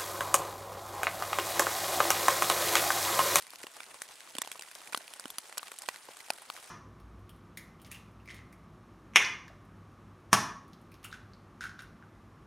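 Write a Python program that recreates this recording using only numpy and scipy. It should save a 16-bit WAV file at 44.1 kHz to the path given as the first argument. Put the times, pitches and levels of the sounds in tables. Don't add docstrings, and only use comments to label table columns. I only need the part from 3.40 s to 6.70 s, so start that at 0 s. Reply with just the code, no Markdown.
import sys
import numpy as np
from scipy import signal
from scipy.fft import rfft, irfft, next_fast_len
from scipy.io import wavfile
from scipy.ndimage import uniform_filter1d

SR = 44100
rng = np.random.default_rng(int(sys.argv[2]) if len(sys.argv) > 2 else 0)


def unload_audio(sound):
    columns = np.transpose(np.atleast_2d(sound))
    steps = np.round(np.clip(columns, -1, 1) * 32767)
    wavfile.write(sys.argv[1], SR, steps.astype(np.int16))


def gain_from_db(level_db):
    decades = np.asarray(level_db, float) / 20
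    return 10 ** decades


N = 145530

LEVEL_S = 0.005
LEFT_DB = -1
SMALL_CYCLES, SMALL_ROUGH = 19, 0.79
HISS_TOP_HZ, PEAK_TOP_HZ = 15800, 16900


def unit(x):
    return x / np.sqrt(np.mean(x ** 2, axis=-1, keepdims=True) + 1e-20)


def along(points, hz):
    f, v = np.transpose(points)
    return np.interp(np.log(hz + 1), np.log(f + 1), v)


def filtered(x, response):
    n = x.shape[-1]
    m = next_fast_len(n + 4096)
    spectrum = rfft(x, m) * response(np.fft.rfftfreq(m, 1 / SR))
    return irfft(spectrum, m)[..., :n]


def pair(shape, alike):
    a, b = rng.standard_normal((shape[0], 2, shape[1])).transpose(1, 0, 2)
    turn = np.arccos(np.clip(alike, 0, 1)) / 2
    common, differing = np.cos(turn) * a, np.sin(turn) * b
    return np.array([common + differing, common - differing])


def place(s, db, shapes, pan_db):
    at = np.round(np.asarray(s) * SR).astype(int)[:, None] + np.arange(shapes.shape[2])
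    energy = np.sum(shapes.mean(axis=0) ** 2, axis=1) / (LEVEL_S * SR)
    side_db = np.outer([0.5, -0.5], pan_db * np.ones(len(s)))
    gain = gain_from_db(db + side_db) / np.sqrt(energy)
    sides = gain[:, :, None] * shapes
    return np.array([np.bincount(at.ravel(), side.ravel(), N + SR)[:N] for side in sides])


def taps(s, db, hz, pan_db, cycles, rough, size=900):
    t, hz = np.arange(size) / SR, np.asarray(hz)[:, None]
    rise = 1 - np.exp(-t * hz * 8)
    fall = gain_from_db(-60 * t * hz / cycles)

    def band(f):
        return (1j * f * hz * 1.2 / (hz * hz - f * f + 1j * f * hz * 2.04)) ** 2

    rattle = unit(filtered(pair((len(s), size), 0.64), band))
    swing = np.sqrt(2) * np.sin(2 * np.pi * hz * t)
    share = np.clip(rough, 0, 1)
    mix = np.sqrt(1 - share) * swing + np.sqrt(share) * rattle
    return place(s, db, rise * fall * mix, pan_db)


def splashes(s, db, hz, size=1300):
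    # f/Hz, level/dB
    burst_colour = [(2500, -18.5), (4000, -4), (5800, -5.5), (10500, 0), (13000, -6), (16500, -39)]
    t, hz = np.arange(size) / SR, np.asarray(hz)[:, None]

    def colour(f):
        peak = 1 + 1.6 * np.exp(-((f - hz) / 900) ** 2)
        return gain_from_db(along(burst_colour, f)) * peak

    noise = filtered(pair((len(s), size), 0.88), colour)
    crack = gain_from_db(-60 * t / 0.0031)
    spray = gain_from_db(-4.5 - 60 * t / 0.021)
    rise = 1 - np.exp(-t / 0.00028)
    return place(s, db, noise * (crack + spray) * rise, 0)


def hiss():
    # f/Hz, density/dB per Hz
    leaf_colour = [(25, -25), (135, -14), (850, 0), (2500, -6), (5720, -9.5), (9500, -6.5), (12500, -20),
                   (15700, -23.5)]
    # f/Hz, left-right likeness
    leaf_alike = [(100, 0.96), (1500, 0.62), (6000, 0.7), (12000, 0.86)]
    z = signal.stft(rng.standard_normal((2, N)), nperseg=256)[2]
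    patches = uniform_filter1d(rng.standard_normal(z.shape[1:]), size=12, axis=0)
    patches = uniform_filter1d(patches, size=5, axis=1)
    sway = uniform_filter1d(rng.standard_normal(z.shape[2]), size=8)
    wobble_db = 2.26 * patches / patches.std() + 1.3 * unit(sway)
    two = signal.istft(z * gain_from_db(wobble_db), nperseg=256)[1][:, :N]

    def mid_side_colour(hz):
        turn = np.arccos(np.clip(along(leaf_alike, hz), -1, 1)) / 2
        return gain_from_db(along(leaf_colour, hz)) * (hz < HISS_TOP_HZ) * [np.cos(turn), np.sin(turn)]

    mid, side = filtered(two, mid_side_colour)
    return gain_from_db(-55.5) * unit(np.array([mid + side, mid - side]))


def patter():
    per_s, base_db, spread_db = 340, -67, 5
    mid_hz, octaves = 2700, 1.3
    draw = rng.random((1200, 5))[:int(per_s * N / SR)]
    s = draw[:, 0] * N / SR
    db = base_db - spread_db * np.log(np.clip(draw[:, 1], 0.15, 1))
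    hz = np.clip(mid_hz * 2 ** (octaves * (2 * draw[:, 2] - 1)), 300, 11000)
    pan_db = LEFT_DB + 5 * (draw[:, 3] - 0.5)
    body = taps(s, db, hz, pan_db, SMALL_CYCLES, SMALL_ROUGH, size=500)
    return body + splashes(s, db - 6.5, 5000 + 6000 * draw[:, 4], size=400)


def small_drops():
    # t/s, tap level/dB, f/Hz, splash level/dB
    light_table = [(0.0231, -51.5, 2700, -49), (0.0677, -51.5, 1980, -51.5), (0.105, -47, 4500, -74),
                   (0.1345, -45.5, 990, -53.5), (0.1583, -46.5, 3020, -68), (0.216, -54, 940, -52),
                   (0.2314, -47, 1690, -45.5), (0.236, -43.5, 2000, -59), (0.3666, -49, 910, -50),
                   (0.4327, -47.5, 2180, -65), (0.4405, -55, 2650, -52), (0.543, -46.5, 1060, -51),
                   (0.6888, -51, 3130, -68), (0.8058, -47, 2220, -61), (0.8743, -50, 1300, -71),
                   (0.8906, -55, 2180, -66), (1.156, -45, 1030, -72), (1.2342, -49.5, 1990, -54),
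                   (1.2749, -52, 1020, -65), (1.2855, -52.5, 2740, -62), (1.314, -49.5, 1470, -51),
                   (1.3519, -45, 3200, -53), (1.4064, -55, 2870, -68), (1.4168, -49.5, 980, -53.5),
                   (1.4743, -47, 2270, -54),
                   (1.5241, -47, 1280, -47), (1.5329, -40, 2400, -45.5), (1.606, -48, 674, -64),
            (1.6792, -46.5, 2630, -51), (1.8402, -48, 1910, -62), (2.095, -49.5, 820, -53),
            (2.1254, -45, 1350, -51.5), (2.194, -44.5, 1500, -49), (2.282, -47, 2270, -70),
            (2.317, -42, 990, -45.5), (2.46, -50, 1880, -53), (2.5435, -48.5, 1620, -53),
            (2.56, -45.5, 1450, -53), (2.6856, -45.5, 810, -72), (2.7693, -50, 1180, -49),
            (2.8045, -46.5, 2060, -54), (2.8837, -50, 820, -54), (2.935, -51, 4600, -50),
            (2.9839, -50, 1230, -56), (3.019, -51.5, 850, -50.5), (3.1379, -63, 550, -51),
            (3.165, -46, 2170, -54.5), (3.1753, -47.5, 1010, -54), (3.234, -71, 1400, -53.5),
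                   (0.034, -72, 988, -54), (0.116, -56, 930, -60), (0.186, -60, 2190, -53),
             (0.204, -56, 1430, -63), (0.338, -57, 4800, -66), (0.967, -46.5, 1890, -49),
             (1.036, -49, 2000, -60), (1.06, -50, 3000, -63), (1.126, -48, 2510, -65),
             (1.211, -46, 3200, -62), (1.356, -48, 940, -52.5), (1.564, -48, 4150, -52),
             (1.807, -58, 710, -50), (1.88, -56, 1460, -49), (2.1728, -41.5, 1000, -49),
             (2.271, -49, 1870, -65), (2.341, -55, 1100, -58), (2.432, -54, 4910, -53),
             (2.435, -48.5, 970, -64), (2.465, -52, 3200, -60), (2.48, -65, 4000, -49),
             (2.499, -58, 5500, -57), (2.79, -55, 4200, -65), (2.977, -53, 1340, -54),
             (3.2, -64, 3380, -66), (3.227, -62, 800, -68)]
    s, db, hz, splash_db = np.transpose(light_table)
    body = taps(s, db, hz, LEFT_DB, SMALL_CYCLES, SMALL_ROUGH)
    return body + splashes(s, splash_db, rng.uniform(7900, 9660, len(s)))


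def big_drops():
    # t/s, level/dB, f/Hz, left-right balance/dB
    ring_table = [(0.2681, -45, 1040, -1), (0.4043, -43, 1410, -4), (0.619, -38, 1770, -0.5),
                  (0.9523, -46, 580, -4), (0.984, -38.5, 1020, -3), (1.018, -36.5, 1080, -1),
                  (1.048, -47, 860, 0), (1.0744, -42.5, 835, -4), (1.1161, -46, 1570, -3.5),
                  (1.1939, -49.5, 910, 0), (1.2225, -48, 1700, 5), (1.5293, -42.5, 1440, -14),
                  (1.5467, -26.5, 1270, 0), (1.5745, -45, 875, 0), (1.737, -56, 1020, -3),
                  (1.797, -45.5, 1510, 0), (1.8562, -42.5, 1430, -4.5), (1.903, -48, 1080, -1),
                  (1.984, -40.5, 1320, -1), (2.1801, -39.5, 1360, -1), (2.2303, -40.5, 1180, 3.5),
                  (2.3868, -76, 1280, -1), (2.42, -54.5, 1810, 1), (2.4875, -31, 1060, -4),
                  (2.9034, -28, 820, -1), (3.1006, -36, 1220, 3)]
    # snap level/dB, snap f/Hz, splash level/dB, splash centre f/Hz
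    snap_table = [(-42, 2810, -56, 7600), (-45, 2280, -52, 9500), (-46, 2190, -37, 7000),
                  (-43, 3030, -48, 7500), (-36, 2900, -34.5, 8500), (-39.5, 1820, -31.5, 7560),
                  (-48, 3250, -65, 5970), (-46.5, 2840, -48, 6490), (-41.5, 2160, -40, 8400),
                  (-44, 2700, -44.5, 8000), (-45.5, 4900, -48, 7200), (-48.5, 1000, -59, 5900),
                  (-36.5, 2800, -38.5, 10400), (-44.5, 1440, -36.5, 9700), (-44.5, 3100, -44.5, 8900),
                  (-41.5, 4720, -42, 8900), (-42.5, 3010, -50, 8100), (-52, 3400, -40, 11600),
                  (-39.5, 3090, -34, 10100), (-41, 3040, -32, 7400), (-51, 4000, -51, 8020),
                  (-47.5, 3000, -39, 8800), (-57, 2150, -42.5, 7600), (-32, 2420, -41, 7900),
                  (-31, 2480, -34, 9200), (-44, 2800, -51, 7500)]
    # t/s, peak level/dB, f/Hz
    weave_table = [(0.268, -40, 4540), (0.404, -34.5, 3520), (0.6185, -32.5, 6570), (0.9517, -36, 4500),
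                   (0.9846, -22.5, 3500), (1.0182, -22, 5890), (1.0182, -26.5, 3420), (1.0743, -38.5, 4740),
                   (1.116, -29.5, 3330), (1.1944, -36.5, 4000), (1.5466, -22, 3470), (1.5748, -28, 4150),
                   (1.9021, -36, 3450), (1.984, -24.5, 4740), (1.984, -30, 6000), (2.1792, -26, 5500),
                   (2.1808, -25, 4390), (2.3867, -37, 3330), (2.4198, -40.5, 5100), (2.4876, -25, 1923),
                   (2.4882, -27, 2690), (2.4878, -26.5, 4350), (2.9036, -20, 4320), (2.9036, -24.5, 4820),
                   (3.1008, -30.5, 4350)]
    # t/s, level/dB, f/Hz
    thump_table = [
        (0.2404, -40, 360),
        (0.9521, -42, 280),
        (0.9852, -38, 260),
        (1.5462, -49, 440),
        (1.5742, -46, 288),
        (1.8548, -37.5, 268),
        (1.984, -56, 307),
        (2.486, -57, 440),
        (2.689, -43.5, 470),
        (2.9022, -50, 460),
    ]
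    s, ring_db, ring_hz, pan_db = np.transpose(ring_table)
    snap_db, snap_hz, splash_db, splash_hz = np.transpose(snap_table)
    weave_s, weave_db, weave_hz = np.transpose(weave_table)
    thump_s, thump_db, thump_hz = np.transpose(thump_table)
    ring = taps(s, ring_db, ring_hz, pan_db, cycles=8.4, rough=0.23)
    snap = taps(s, snap_db, snap_hz, pan_db, cycles=25.7, rough=0.32)
    weave = taps(weave_s, weave_db - 12.5, weave_hz, LEFT_DB, cycles=44.5, rough=0.24)
    splash = splashes(s, splash_db, splash_hz)
    thump = taps(thump_s, thump_db, thump_hz, 0, cycles=5.3, rough=0.05, size=2000)
    return ring + snap + weave + splash + thump


def tent(x):
    t = np.arange(SR // 10) / SR
    tail = rng.standard_normal((2, len(t))) * gain_from_db(-60 * t / 0.011) * (t > 0.002)
    return signal.fftconvolve(x, tail / np.linalg.norm(tail[0]), axes=1)[:, :N]


def scene():
    def cut(top_hz):
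        def response(f):
            low_cut = (1j * f / (250 + 1j * f)) ** 2
            return low_cut * np.clip((top_hz - f) / 500, 0, 1) ** 2
        return response

    hard = filtered(big_drops(), cut(PEAK_TOP_HZ))
    soft = filtered(small_drops() + patter(), cut(HISS_TOP_HZ))
    drops = hard + soft
    return drops + gain_from_db(-17) * tent(drops) + hiss()


def band_limit(x):
    return signal.sosfilt(signal.butter(12, 16810, fs=SR, output="sos"), x)


def record(dry):
    # t/s, length/s, lower edge f/Hz
    dropouts = [(0.601, .004, 12500), (0.938, .009, 13800), (0.972, .007, 9500), (0.995, .017, 11000),
                (1.028, .012, 6500), (1.099, .012, 13000), (1.205, .008, 13500), (1.912, .014, 14000),
                (1.973, .006, 12000), (1.993, .008, 13500), (2.192, .008, 5500), (2.375, .007, 12500),
                (2.4, .015, 14000), (2.47, .012, 14500), (2.9145, .006, 2500)]
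    mid = dry.mean(axis=0)
    side = filtered((dry[0] - dry[1]) / 2, lambda f: 1 / (1 + (f / 12100) ** 6))
    x = np.array([mid + side, mid - side])
    for s, length, hz in dropouts:
        near = slice(round(s * SR) - 500, round((s + length) * SR) + 500)
        t = np.arange(N)[near] / SR
        gap = np.clip(np.minimum(t - s, s + length - t) / 0.002 + 0.5, 0, 1)
        treble = filtered(x[:, near], lambda f: 1 / (1 + (hz / (f + 1)) ** 24))
        x[:, near] -= 0.985 * gap * treble
    return band_limit(x)


dry = scene()
out = record(dry)
unload_audio(out)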